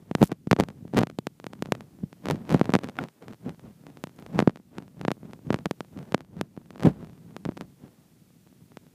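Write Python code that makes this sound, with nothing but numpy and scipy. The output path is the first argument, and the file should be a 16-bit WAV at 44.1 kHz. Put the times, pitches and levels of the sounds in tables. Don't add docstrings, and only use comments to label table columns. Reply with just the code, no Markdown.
import sys
import numpy as np
from scipy import signal
from scipy.fft import rfft, irfft
from scipy.io import wavfile

SR = 44100
rng = np.random.default_rng(int(sys.argv[2]) if len(sys.argv) > 2 else 0)


def master_out(mix):
    frames = np.transpose(np.atleast_2d(mix))
    ceiling = np.clip(frames, -1, 1)
    pcm = np.round(ceiling * 32767).astype(np.int16)
    wavfile.write(sys.argv[1], SR, pcm)


def convert_level_to_amplitude(level_db):
    exponent = np.asarray(level_db, float) / 20
    return 10 ** exponent


N = 394254

# freq_hz, density_db
HISS_SPECTRUM = [(100, 2), (800, -0.5), (2000, 1.2), (4000, 0), (9000, -0.8), (14400, -1.5)]
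# start_s, duck_db
DUCKS = [
    (0.0, -3),
    (.23, -5.5),
    (.99, -4.5),
    (2.753, -3),
    (4.476, -5.5),
    (6.146, -8),
]
# time_s, rumble_db, grit_re_rumble_db
GRIP = [(0.05, -50.5, -15), (.28, -68.5, -6.5), (.4, -53.5, -25.5), (.85, -48, -22.5), (1.24, -60, -18),
        (2.1, -59.5, -13.5), (2.8, -61, -12), (2.94, -77, 0), (3.18, -80.5, 8), (3.24, -62.5, -6),
        (3.58, -70, -13), (3.9, -56, -11), (4.65, -60, -20), (5.6, -58.5, -11.5), (6.5, -58, -17),
        (7.8, -60.5, -13.5), (8.28, -60.5, -19), (8.94, -57, -16)]
# peak_s, rumble_db, swell_s, grit_re_rumble_db
SWELLS = [(0.215, -34, 0.06, -5.5), (0.315, -39.5, .04, -6), (0.609, -36, 0.06, -7.5),
          (0.985, -27, 0.05, -2), (1.7, -44.5, 0.44, -16), (2.02, -43, .06, -20), (2.31, -32.5, .11, -8.5),
          (2.41, -38, 0.04, -14), (2.535, -28.5, 0.1038, -8), (2.75, -35, 0.01, -15), (2.855, -42, 0.1, -5),
          (3.008, -39.5, 0.0836, -2.5), (3.295, -42.5, .075, -11.5), (3.472, -36, 0.08, -11),
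          (3.66, -43, .1, -13.5), (4.375, -32.5, 0.1326, -10.5), (4.775, -43.5, 0.12, -11),
          (5.03, -40, 0.12, -16), (5.28, -44, 0.15, -13.5), (5.52, -33, 0.12, -16.5), (5.8, -46.5, 0, -19),
          (5.98, -40.5, 0.11, -12.5), (6.14, -42, 0.04, -19), (6.21, -48.5, 0.13, -13),
          (6.38, -39.5, 0.1, -12.5), (6.862, -28, 0.0578, -3), (7.045, -42, 0.18, -15),
          (7.35, -48, 0.27, -16), (7.48, -38, 0.05, -16.5), (7.61, -41.5, 0.1, -16.5),
          (0.69, -50.5, .1, -9), (0.8, -55, .1, -14), (1.45, -55, 0.13, -12), (2.66, -38.5, 0.2, -11.5),
          (3.23, -52, 0.039, 1.5), (3.9, -53.5, .12, -6.5), (4.205, -54.5, 0.073, -1),
          (4.35, -48.5, .04, -2), (6.07, -55, 0.14, -5.5), (6.125, -53, 0.04, -2.5), (6.58, -54, .08, -12),
          (6.87, -37.5, 0.22, -16), (7.03, -50, 0.036, -3), (7.86, -52.5, 0.093, -6.5),
          (8.0, -66.5, 0.28, -1)]
# start_s, step_db, rise_ms
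PUSHES = [(0.2332, -24.0, 0.08), (0.2335, -21, 0.018), (0.2364, -13.5, 0.16), (0.5127, -0.5, 0.031),
          (0.5174, -33, 0.025), (0.5299, 2.6, 0.092), (0.5646, -15.5, 0.061), (0.5949, -15, 0.066),
          (0.6003, -7, 0.011), (0.6078, -7.5, 0.035), (1.1878, -17.5, 0.012), (1.2698, -11.5, 0.023),
          (2.2693, -16.1, 0.08), (2.5161, -12, 0.21), (2.5427, -16.5, 0.015), (2.7215, -24.3, 0.025),
          (2.7525, -0.5, 0.049), (2.7631, -14, 0.045), (3.0136, -24, 0.11), (4.0393, -15.5, 0.011),
          (4.391, 1, 0.067), (5.1057, -14, 0.08), (5.5315, -14.9, 0.08), (5.6578, -8, 0.032),
          (5.711, -11.5, 0.022), (5.8068, -14.5, 0.038), (6.1455, -1, 0.045), (6.8535, -17, 0.041),
          (6.8571, -18.5, 0.08), (6.8575, -20, 0.012), (8.7193, -35.5, 0.097)]
# start_s, step_db, rise_ms
PULLS = [(0.1515, -4.5, 0.028), (0.2265, -19.4, 0.16), (0.2283, -9, 0.045), (0.2286, -8.5, 0.0069),
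         (0.5124, -5, 0.039), (0.6204, -27.5, 0.13), (0.969, -7.5, 0.058), (0.9733, -8, 0.012),
         (0.9801, -5, 0.05), (0.9811, -17, 0.045), (0.9891, -5, 0.018), (0.9983, -26, 0.045),
         (1.0339, -4.5, 0.1), (1.6238, -12.5, 0.016), (1.7219, -3.5, 0.027), (1.7237, -21.5, 0.012),
         (2.3105, -8.5, 0.012), (2.5252, -16, 0.017), (2.738, -1.5, 0.035), (2.7431, -8.5, 0.068),
         (4.0417, -32, 0.069), (4.4028, -5.5, 0.066), (4.4953, -17, 0.12), (5.0507, -10, 0.076),
         (5.0823, -2.5, 0.11), (5.1165, -9.5, 0.032), (5.5048, -3.5, 0.14), (5.5433, -6.5, 0.055),
         (5.7124, -28, 0.023), (6.1424, -27.5, 0.08), (6.4122, -9, 0.022), (6.8578, -23, 0.13)]
# start_s, step_db, softness_ms
SQUEEZES = [(0.1103, -7, 1), (0.112, -19, 0.18), (0.2154, -9, 0.18), (0.2159, 5, 0.35), (0.2168, -4, 0.16),
            (0.2347, -7, 0.15), (0.2351, 6, 0.5), (0.2383, -13, 0.12), (0.5272, -10, 0.88),
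            (0.5922, -2, 0.62), (0.6094, -9, 0.8), (0.6179, -12.9, 0.33), (0.6219, -6, 0.52),
            (0.8239, -7, 1), (0.9474, -6, 0.32), (0.9654, -6.0, 0.29), (0.9856, -2, 0.32),
            (0.9933, 0, 0.66), (1.0024, 3, 0.63), (2.03, -6, 1), (2.0349, 3, 0.81), (2.0393, -9, 1),
            (2.2978, -1.5, 0.73), (2.3128, -11.5, 0.28), (2.3191, -3.8, 0.56), (2.3305, 1, 0.93),
            (2.5283, -3, 0.51), (2.5544, -3.5, 0.43), (2.6913, -10, 0.87), (2.7348, -1, 0.9),
            (3.0167, -12, 1), (3.4539, -12, 0.85), (3.4622, -13.5, 0.29), (3.466, -12, 0.58),
            (3.4707, -10, 0.39), (3.4781, -18, 0.32), (3.4899, -14, 0.64), (4.0388, -25, 0.14),
            (4.3546, 1.5, 0.88), (4.374, -3, 0.84), (4.4179, -4, 0.68), (5.4664, -7, 1), (5.5053, -5, 0.43),
            (5.7106, -17, 0.19), (6.1449, -22, 0.15), (6.3926, -14, 0.57), (6.4126, -16, 0.53),
            (6.8407, -4.0, 0.52), (6.8473, 11, 0.96), (6.8611, -7.5, 0.13), (6.8649, -16, 0.15),
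            (6.8702, 11.4, 0.95), (6.8735, -9, 0.22), (6.8877, -9, 0.22), (6.8989, -6.6, 0.6),
            (7.4882, -14.3, 0.45)]
# start_s, step_db, softness_ms
RELEASES = [(0.1123, -4, 0.6), (0.1511, -4, 0.48), (0.2196, -3, 1), (0.2227, 0, 0.5), (0.228, 3, 0.14),
            (0.2302, -10, 0.15), (0.4715, -3.5, 0.46), (0.5152, -15, 0.18), (0.5162, 8.3, 0.97),
            (0.6306, -0.2, 1), (0.8518, -15, 0.33), (0.9364, -8.5, 0.17), (0.9565, 1.0, 1),
            (0.9719, -14, 0.22), (0.9747, -5, 0.24), (1.1243, -17, 1), (1.6875, -19.5, 0.25),
            (2.344, -10, 0.34), (2.3476, -12, 0.36), (2.4841, -9, 1), (2.5002, -8.3, 0.6),
            (2.5206, -3.5, 0.33), (2.5372, -1, 0.78), (2.5433, -16, 0.15), (2.5465, -15, 0.19),
            (2.5611, -7, 0.3), (2.7528, 2, 0.83), (2.8475, -8, 0.74), (3.0025, -15, 0.29),
            (3.0078, -11, 0.63), (3.0387, -23, 0.25), (3.5005, -12, 0.97), (4.3469, -14, 0.39),
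            (4.4758, -5, 0.71), (4.7849, -24, 0.12), (5.476, -7.5, 0.82), (5.5114, -1.6, 0.9),
            (5.5406, -2, 1), (5.9648, -12.5, 0.47), (5.9752, -19, 0.5), (6.1243, -13, 1),
            (6.3671, -10, 0.76), (6.8347, -10.5, 0.64), (6.8494, 7.5, 0.94), (6.8497, -8, 0.22),
            (6.8557, -1.5, 0.28), (6.862, -6.5, 0.2), (6.8659, -8.8, 0.17), (6.8674, 10, 1),
            (6.8694, -2, 0.15), (6.8698, -10.9, 0.12), (6.8747, -7.1, 0.13), (6.8811, -0.5, 0.42),
            (6.9077, -7, 0.84), (7.0348, -18, 0.45), (7.4602, -9, 0.88), (7.836, -14.5, 0.67)]
# start_s,
# step_db, rise_ms
THUDS_UP = [(3.0035, -27, 0.15), (3.0859, -31, 0.2), (3.5042, -19, 1.0), (4.289, -27, 0.84),
            (4.8023, -30.5, 0.55), (4.9452, -31.5, 1.0), (5.2311, -23, 0.47), (5.978, -20, 1),
            (6.6154, -37, 0.35), (6.7382, -33.7, 0.35), (6.7587, -28.5, 0.073), (7.5203, -29, 0.14),
            (8.466, -31.5, 1), (8.6083, -36, 0.98),
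            (0.6058, -12, 0.8), (0.6272, -18.3, 1), (0.9829, -11, 0.22), (1.1877, -17, 0.3),
             (1.7225, -21, 0.04), (2.2554, -17, 1), (2.3016, -9, 0.2), (2.31, -19, 0.22),
             (2.6133, 4.5, 0.31), (2.6934, -18.6, 0.22), (2.7525, -20, 0.24), (3.0152, -22, 0.2),
             (3.47, -24, 0.96), (4.4247, 0, 0.59), (4.4753, 9.5, 0.64), (4.803, -24.5, 0.7),
             (5.5073, -22.6, 0.4), (5.656, -21, 0.63), (6.1228, -27, 0.2), (6.1468, -19.5, 0.22),
             (6.8543, -0.5, 0.84), (6.8583, -15, 0.4), (6.8636, -1.0, 1), (6.8716, -18, 0.26)]
# start_s, step_db, rise_ms
THUDS_DOWN = [(0.1129, -13, 0.16), (0.2105, -6.5, 1), (0.2178, -3, 0.23), (0.2197, -6, 0.75),
              (0.2269, 2.2, 0.63), (0.3202, -6, 0.44), (0.516, 6.5, 0.97), (0.5894, -4, 0.5),
              (0.5996, 6, 0.7), (0.9829, 1, 1), (0.993, -10, 0.22), (0.9958, -13, 0.22),
              (1.0154, -1.3, 0.42), (0.5868, -7, 1), (1.6235, -17, 0.56), (1.7218, -19, 0.25),
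              (2.3082, -10, 0.18), (2.535, -13, 1), (2.5456, 8.5, 0.63), (2.6937, 3, 0.93),
              (2.7387, -2.5, 1), (2.742, -10, 0.7), (2.749, -6.5, 0.59), (2.7637, -0.7, 1),
              (2.8348, -15, 1), (2.8937, -26, 0.37), (3.4765, -28, 0.22), (3.4836, -15, 1),
              (4.4743, -18, 0.26), (5.6652, -7.5, 0.97), (6.1458, -5, 1), (6.4119, -26, 1),
              (6.5756, -11.7, 1), (7.4604, -6.2, 1), (7.49, -2.4, 1), (7.4932, -9, 1),
              (0.1842, -25, .15), (0.2954, -22, .6), (0.706, -21.5, 1.0), (1.9884, -26, 0.87),
          (2.4524, -24, 1.0), (3.8377, -25, 1.0), (4.2104, -33, 1.0), (4.5992, -31, .6), (5.169, -27.5, .8),
          (5.1783, -29, .8), (5.3915, -27.5, 0.63), (5.6087, -36.7, .2), (6.759, -29, 0.42),
          (7.028, -27, .2), (8.305, -44, .15), (8.527, -37, 0.41)]
# start_s, step_db
SNAPS_UP = [(0.9456, -23.5), (1.0295, -19), (1.18752, -19.5), (1.5339, -23), (1.6581, -23.5), (1.7512, -24),
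            (2.4938, -18), (2.5032, -18), (2.5753, -27), (2.5954, -18), (2.6562, -19), (2.7038, -20.5),
            (2.7891, -18.5), (2.8344, -28), (2.8361, -22), (2.8433, -18), (2.8878, -20.5), (2.897, -26),
            (3.0389, -20), (3.2825, -24.5), (3.4938, -23), (4.3993, -18.5), (4.7835, -18.5),
            (5.0133, -19.5), (5.3339, -24.5), (6.1222, -19.5), (6.8257, -20), (6.8339, -13.5),
            (7.4525, -16.5), (7.5754, -23),
            (0.533, -33.4), (0.9375, -28), (1.0992, -29), (2.3199, -25), (2.7688, -39), (2.8397, -29.5),
             (2.8956, -32), (2.3176, -29), (2.5161, -21.5), (2.9559, -37.5), (4.347, -33.9),
             (4.3492, -34.0), (4.411, -35.0), (4.4196, -32), (5.0798, -31.5), (6.8574, -26.3)]
# start_s, step_db
SNAPS_DOWN = [(0.2174, -18), (0.2384, -17), (0.3177, -17), (0.3266, -25), (0.6368, -17), (0.6866, -22.5),
              (0.7026, -31.5), (1.009, -17.5), (1.071, -21.5), (1.1003, -27), (1.4, -27.5), (1.4424, -23),
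              (1.467, -17), (1.808, -25), (2.129, -29), (2.257, -15.5), (2.286, -11), (2.301, -11.5),
              (2.358, -28.5), (2.5075, -15), (3.0861, -28.5), (4.3852, -24), (4.5727, -32), (5.5277, -17),
              (5.5887, -25), (7.3656, -19), (7.5707, -27), (7.6102, -18.5), (8.7714, -23.5),
              (0.472, -29), (0.59953, -7), (0.9934, -17), (4.1863, -38), (0.5114, -38.2), (0.5158, -7.5),
               (0.58932, -19), (0.5983, -31.8), (0.9589, -29.0), (0.9754, -23), (0.9827, -9),
               (1.0171, -32.4), (2.3451, -35.3), (2.5234, -33.1), (2.5274, -30.7), (2.5542, -27),
               (2.5822, -32.0), (2.6315, -37.5), (2.7554, -35), (2.8736, -35.7), (3.3263, -34.9),
               (4.0417, -36), (5.0324, -41), (6.4154, -34), (6.7592, -42)]
# start_s, step_db
TICKS = [(1.1128, -40), (2.4524, -36), (3.2246, -34), (1.7528, -30), (2.6433, -26), (2.7216, -31),
         (2.9681, -29), (3.0326, -32), (3.334, -30), (3.5954, -34), (3.8675, -28), (3.972, -29.5),
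         (4.0717, -28), (4.1897, -31.5), (4.2244, -31.5), (4.264, -26), (4.559, -27.5), (4.8239, -34.5),
         (5.561, -28), (5.9745, -31), (5.9898, -27.5), (6.0287, -33.5), (6.1793, -30), (6.2069, -27),
         (6.7063, -27.5), (6.78, -32), (6.7969, -26), (6.806, -25.5), (7.0471, -32.5), (7.6197, -32)]
FAINT_TICKS = [0.8794, 1.5296, 1.6519, 1.6705, 1.6725, 2.6315, 2.8128, 2.8736, 2.8838, 2.9557, 3.3108,
               3.327, 3.3448, 3.4593, 3.9016, 4.0944, 4.198, 4.507, 4.88, 4.9948, 5.3106, 5.4707, 5.8478,
               6.3677, 6.391, 6.566, 7.0715, 7.0969, 7.5129]
FAINTEST_TICKS = [1.553, 1.5922, 2.345, 2.39, 2.555, 2.582, 2.8274, 2.8633, 2.9597, 3.0742, 3.5468, 5.033,
                  6.054, 6.216, 6.2484, 6.659, 6.7298, 6.7492, 6.933, 6.1919, 7.132, 7.1783, 7.3083, 7.4741,
                  7.8804, 8.473, 8.867]
# time_s, level_db
SCRAPE = [
    (.155, -71.5),
    (.2, -57),
    (.225, -58),
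    (.24, -46),
    (.262, -58),
    (.285, -60),
    (.295, -70),
]
# start_s, level_db
SNICKS = [(0.2361, -22), (0.2385, -11), (0.242, -18), (0.2446, -21), (0.2522, -23), (0.2573, -22.5),
          (0.2678, -31), (0.2709, -30), (0.2749, -24), (2.988, -26), (4.1632, -40), (4.199, -36)]
# start_s, level_db
TAP = (2.988, -18.5)
# freq_hz, level_db, t60_s
CASING_MODES = [(287, -7.5, 0.066), (750, -5.5, 0.025), (1420, 2, 0.016), (2180, -7.5, 0.013),
                (2620, -12, 0.01), (3500, -9, 0.0088), (5300, -20, 0.005)]


def add(mix, start_s, sound):
    part = mix[round(start_s * SR):][:len(sound)]
    part += sound[:len(part)]


def smooth(x, time_ms):
    pole = np.exp(-1000 / (SR * max(time_ms, .003)))
    return signal.lfilter([1 - pole], [1, -pole], x)


def low_cut(x):
    coupling_hz, wind_hz = 110, 157
    coupling = signal.butter(1, coupling_hz, "high", fs=SR, output="sos")
    wind = signal.butter(4, wind_hz, "high", fs=SR, output="sos")
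    return signal.sosfilt(np.vstack([coupling, wind]), x)


def limiter_db():
    recover_s = 0.49
    t = np.arange(N) / SR
    return sum(duck_db * (t >= s) * np.exp(-abs(t - s) / recover_s) for s, duck_db in DUCKS)


def hiss():
    level_db = -67.5
    hz = np.fft.rfftfreq(N, 1 / SR)
    curve_hz, curve_db = np.transpose(HISS_SPECTRUM)
    density_db = np.interp(np.log(hz + 1), np.log(curve_hz), curve_db)
    noise = irfft(rfft(rng.standard_normal(N)) * convert_level_to_amplitude(density_db), N)
    return noise / noise.std() * convert_level_to_amplitude(level_db + limiter_db())


def heard_rms(slope, lo_hz, hi_hz):
    band = signal.butter(2, [lo_hz, hi_hz], "band", fs=SR, output="sos")
    return np.std(signal.sosfilt(band, low_cut(np.cumsum(slope))))


def grains(per_s, spread_db, rise_ms):
    when, sign, size = rng.random((N, 3)).T
    size_db = spread_db * np.minimum(-np.log(size + 1e-9), 4)
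    impulses = (when < per_s / SR) * np.sign(sign - .5) * convert_level_to_amplitude(size_db)
    return smooth(impulses, rise_ms)


def effort():
    swell_db, fade_slower, grit_steeper, roundness, crest_db = 22.5, 1.13, 1.175, 1.24, -1.7
    t = np.arange(0, N, 64) / SR
    s, hold_db, hold_grit_db = np.transpose(GRIP)
    peak_s, top_db, swell_s, grit_db = np.transpose(SWELLS)[:, :, None]
    away_s = np.maximum(peak_s - t, (t - peak_s) / fade_slower)
    under_db = swell_db * (away_s / swell_s) ** roundness - crest_db
    rumble_power = convert_level_to_amplitude(2 * np.interp(t, s, hold_db))
    rumble_power = rumble_power + convert_level_to_amplitude(2 * (top_db - under_db)).sum(0)
    grit_power = convert_level_to_amplitude(2 * np.interp(t, s, hold_db + hold_grit_db))
    grit_power = grit_power + convert_level_to_amplitude(2 * (top_db + grit_db - grit_steeper * under_db)).sum(0)
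    return [np.interp(np.arange(N) / SR, t, 10 * np.log10(p)) for p in (rumble_power, grit_power)]


def rubbing():
    rumble_db, grit_db = effort()
    flutter = smooth(smooth(rng.standard_normal(N), 6), 6)
    flutter /= flutter.std()
    rumble_db = rumble_db + 1.5 * flutter
    grit_db = grit_db + 2.54 * flutter + .4 * limiter_db()
    rumble = smooth(smooth(grains(900, 2.4, 2.1), 0.75), 0.4)
    grit = grains(4000, 4.0, 0.21)
    fizz = grains(4000, 4.0, 0.01)
    crackle = grains(160, 3.0, 0.05)
    rumble *= convert_level_to_amplitude(rumble_db + 0.6) / heard_rms(rumble, 80, 450)
    grit *= convert_level_to_amplitude(grit_db - 3.0) / heard_rms(grit, 700, 3000)
    fizz *= convert_level_to_amplitude(1.05 * (grit_db + 40.0) - 61.5) / heard_rms(fizz, 4800, 12000)
    crackle *= convert_level_to_amplitude(grit_db - 10) / heard_rms(crackle, 700, 3000)
    return rumble + grit + fizz + crackle


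def slips():
    shiver_db, shiver_ms = -32, 1.9
    snap_rise_ms, tick_rise_ms, faint_db, faintest_db = 0.028, 0.027, -38, -42
    ramp_share, ramp_max_ms = 0.82, 0.063
    slope, ms = np.zeros(N), 1000 * np.arange(600) / SR
    up = PUSHES + THUDS_UP
    up = up + [(s, db, snap_rise_ms) for s, db in SNAPS_UP]
    up += [(s, db, tick_rise_ms) for s, db in TICKS]
    up += [(s, faintest_db, tick_rise_ms) for s in FAINTEST_TICKS]
    down = PULLS + THUDS_DOWN
    down = down + [(s, db, snap_rise_ms) for s, db in SNAPS_DOWN]
    down += [(s, faint_db, tick_rise_ms) for s in FAINT_TICKS]
    kinds = (up, 1, 0), (down, -1, 0), (SQUEEZES, 1, 2), (RELEASES, -1, 2)
    for table, sign, round_start in kinds:
        for start_s, step_db, rise_ms in table:
            noise = rng.standard_normal(len(ms))
            rise = ms ** round_start * np.exp(-ms / max(rise_ms, .004))
            ramp_ms = ramp_share * min(rise_ms, ramp_max_ms) * np.exp(.3 * noise[0])
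            rise = rise * np.minimum((ms + ms[1]) / max(ramp_ms, ms[1]), 1) ** 2
            sharp = 1 / (1 + (rise_ms / 0.18) ** 2)
            shiver = smooth(noise ** 3 / 4, 0.035) * np.exp(-ms / shiver_ms) * (ms > .2)
            shiver *= convert_level_to_amplitude(shiver_db) * sharp
            add(slope, start_s, convert_level_to_amplitude(step_db) * (sign * rise / rise.sum() + shiver))
    return slope


def scrape():
    level_db = np.interp(np.arange(N) / SR, *np.transpose(SCRAPE), -120, -120)
    grain = np.diff(grains(9000, 2.5, 0.034), prepend=0)
    return convert_level_to_amplitude(level_db) * grain / grain.std()


def snicks():
    decay_ms = 0.07
    slope, ms = np.zeros(N), 1000 * np.arange(600) / SR
    for start_s, level_db in SNICKS:
        snick = rng.standard_normal(len(ms)) * np.exp(-ms / decay_ms)
        add(slope, start_s, convert_level_to_amplitude(level_db) * np.diff(snick, prepend=0) / np.linalg.norm(snick))
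    return slope


def tap():
    contact_s, onset_s = 0.0005, 0.00032
    out, t = np.zeros(N), np.arange(3000) / SR
    ring = np.zeros(len(t))
    for hz, db, t60_s in CASING_MODES:
        ring -= convert_level_to_amplitude(db - 60 * t / t60_s) * np.cos(2 * np.pi * hz * (t - contact_s))
    onset = np.sin(np.pi / 2 * np.minimum(t / onset_s, 1)) ** 2
    start_s, level_db = TAP
    add(out, start_s, convert_level_to_amplitude(level_db) * ring * onset)
    return out


def scene():
    pressure = np.cumsum(slips() + snicks() + rubbing())
    pressure = smooth(smooth(pressure, 0.0098), 0.007)
    return (pressure + tap() + hiss() + scrape())[None]


def band_limit(x):
    return signal.sosfilt(signal.butter(12, 16530, fs=SR, output="sos"), x)


def record(dry):
    leak_db, ceiling, edge_hz, shelf_db = -43.0, .7, 15250, -32.5
    deep = signal.sosfilt(signal.butter(2, [42, 110], "band", fs=SR, output="sos"), dry)
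    x = np.clip(low_cut(dry) + convert_level_to_amplitude(leak_db) * deep, -ceiling, ceiling)
    low_pass = signal.firwin(511, edge_hz, window=("kaiser", 6), fs=SR)
    dull = signal.oaconvolve(x, low_pass[None], "same")
    return band_limit(dull + convert_level_to_amplitude(shelf_db) * (x - dull))


dry = scene()
out = record(dry)
master_out(out)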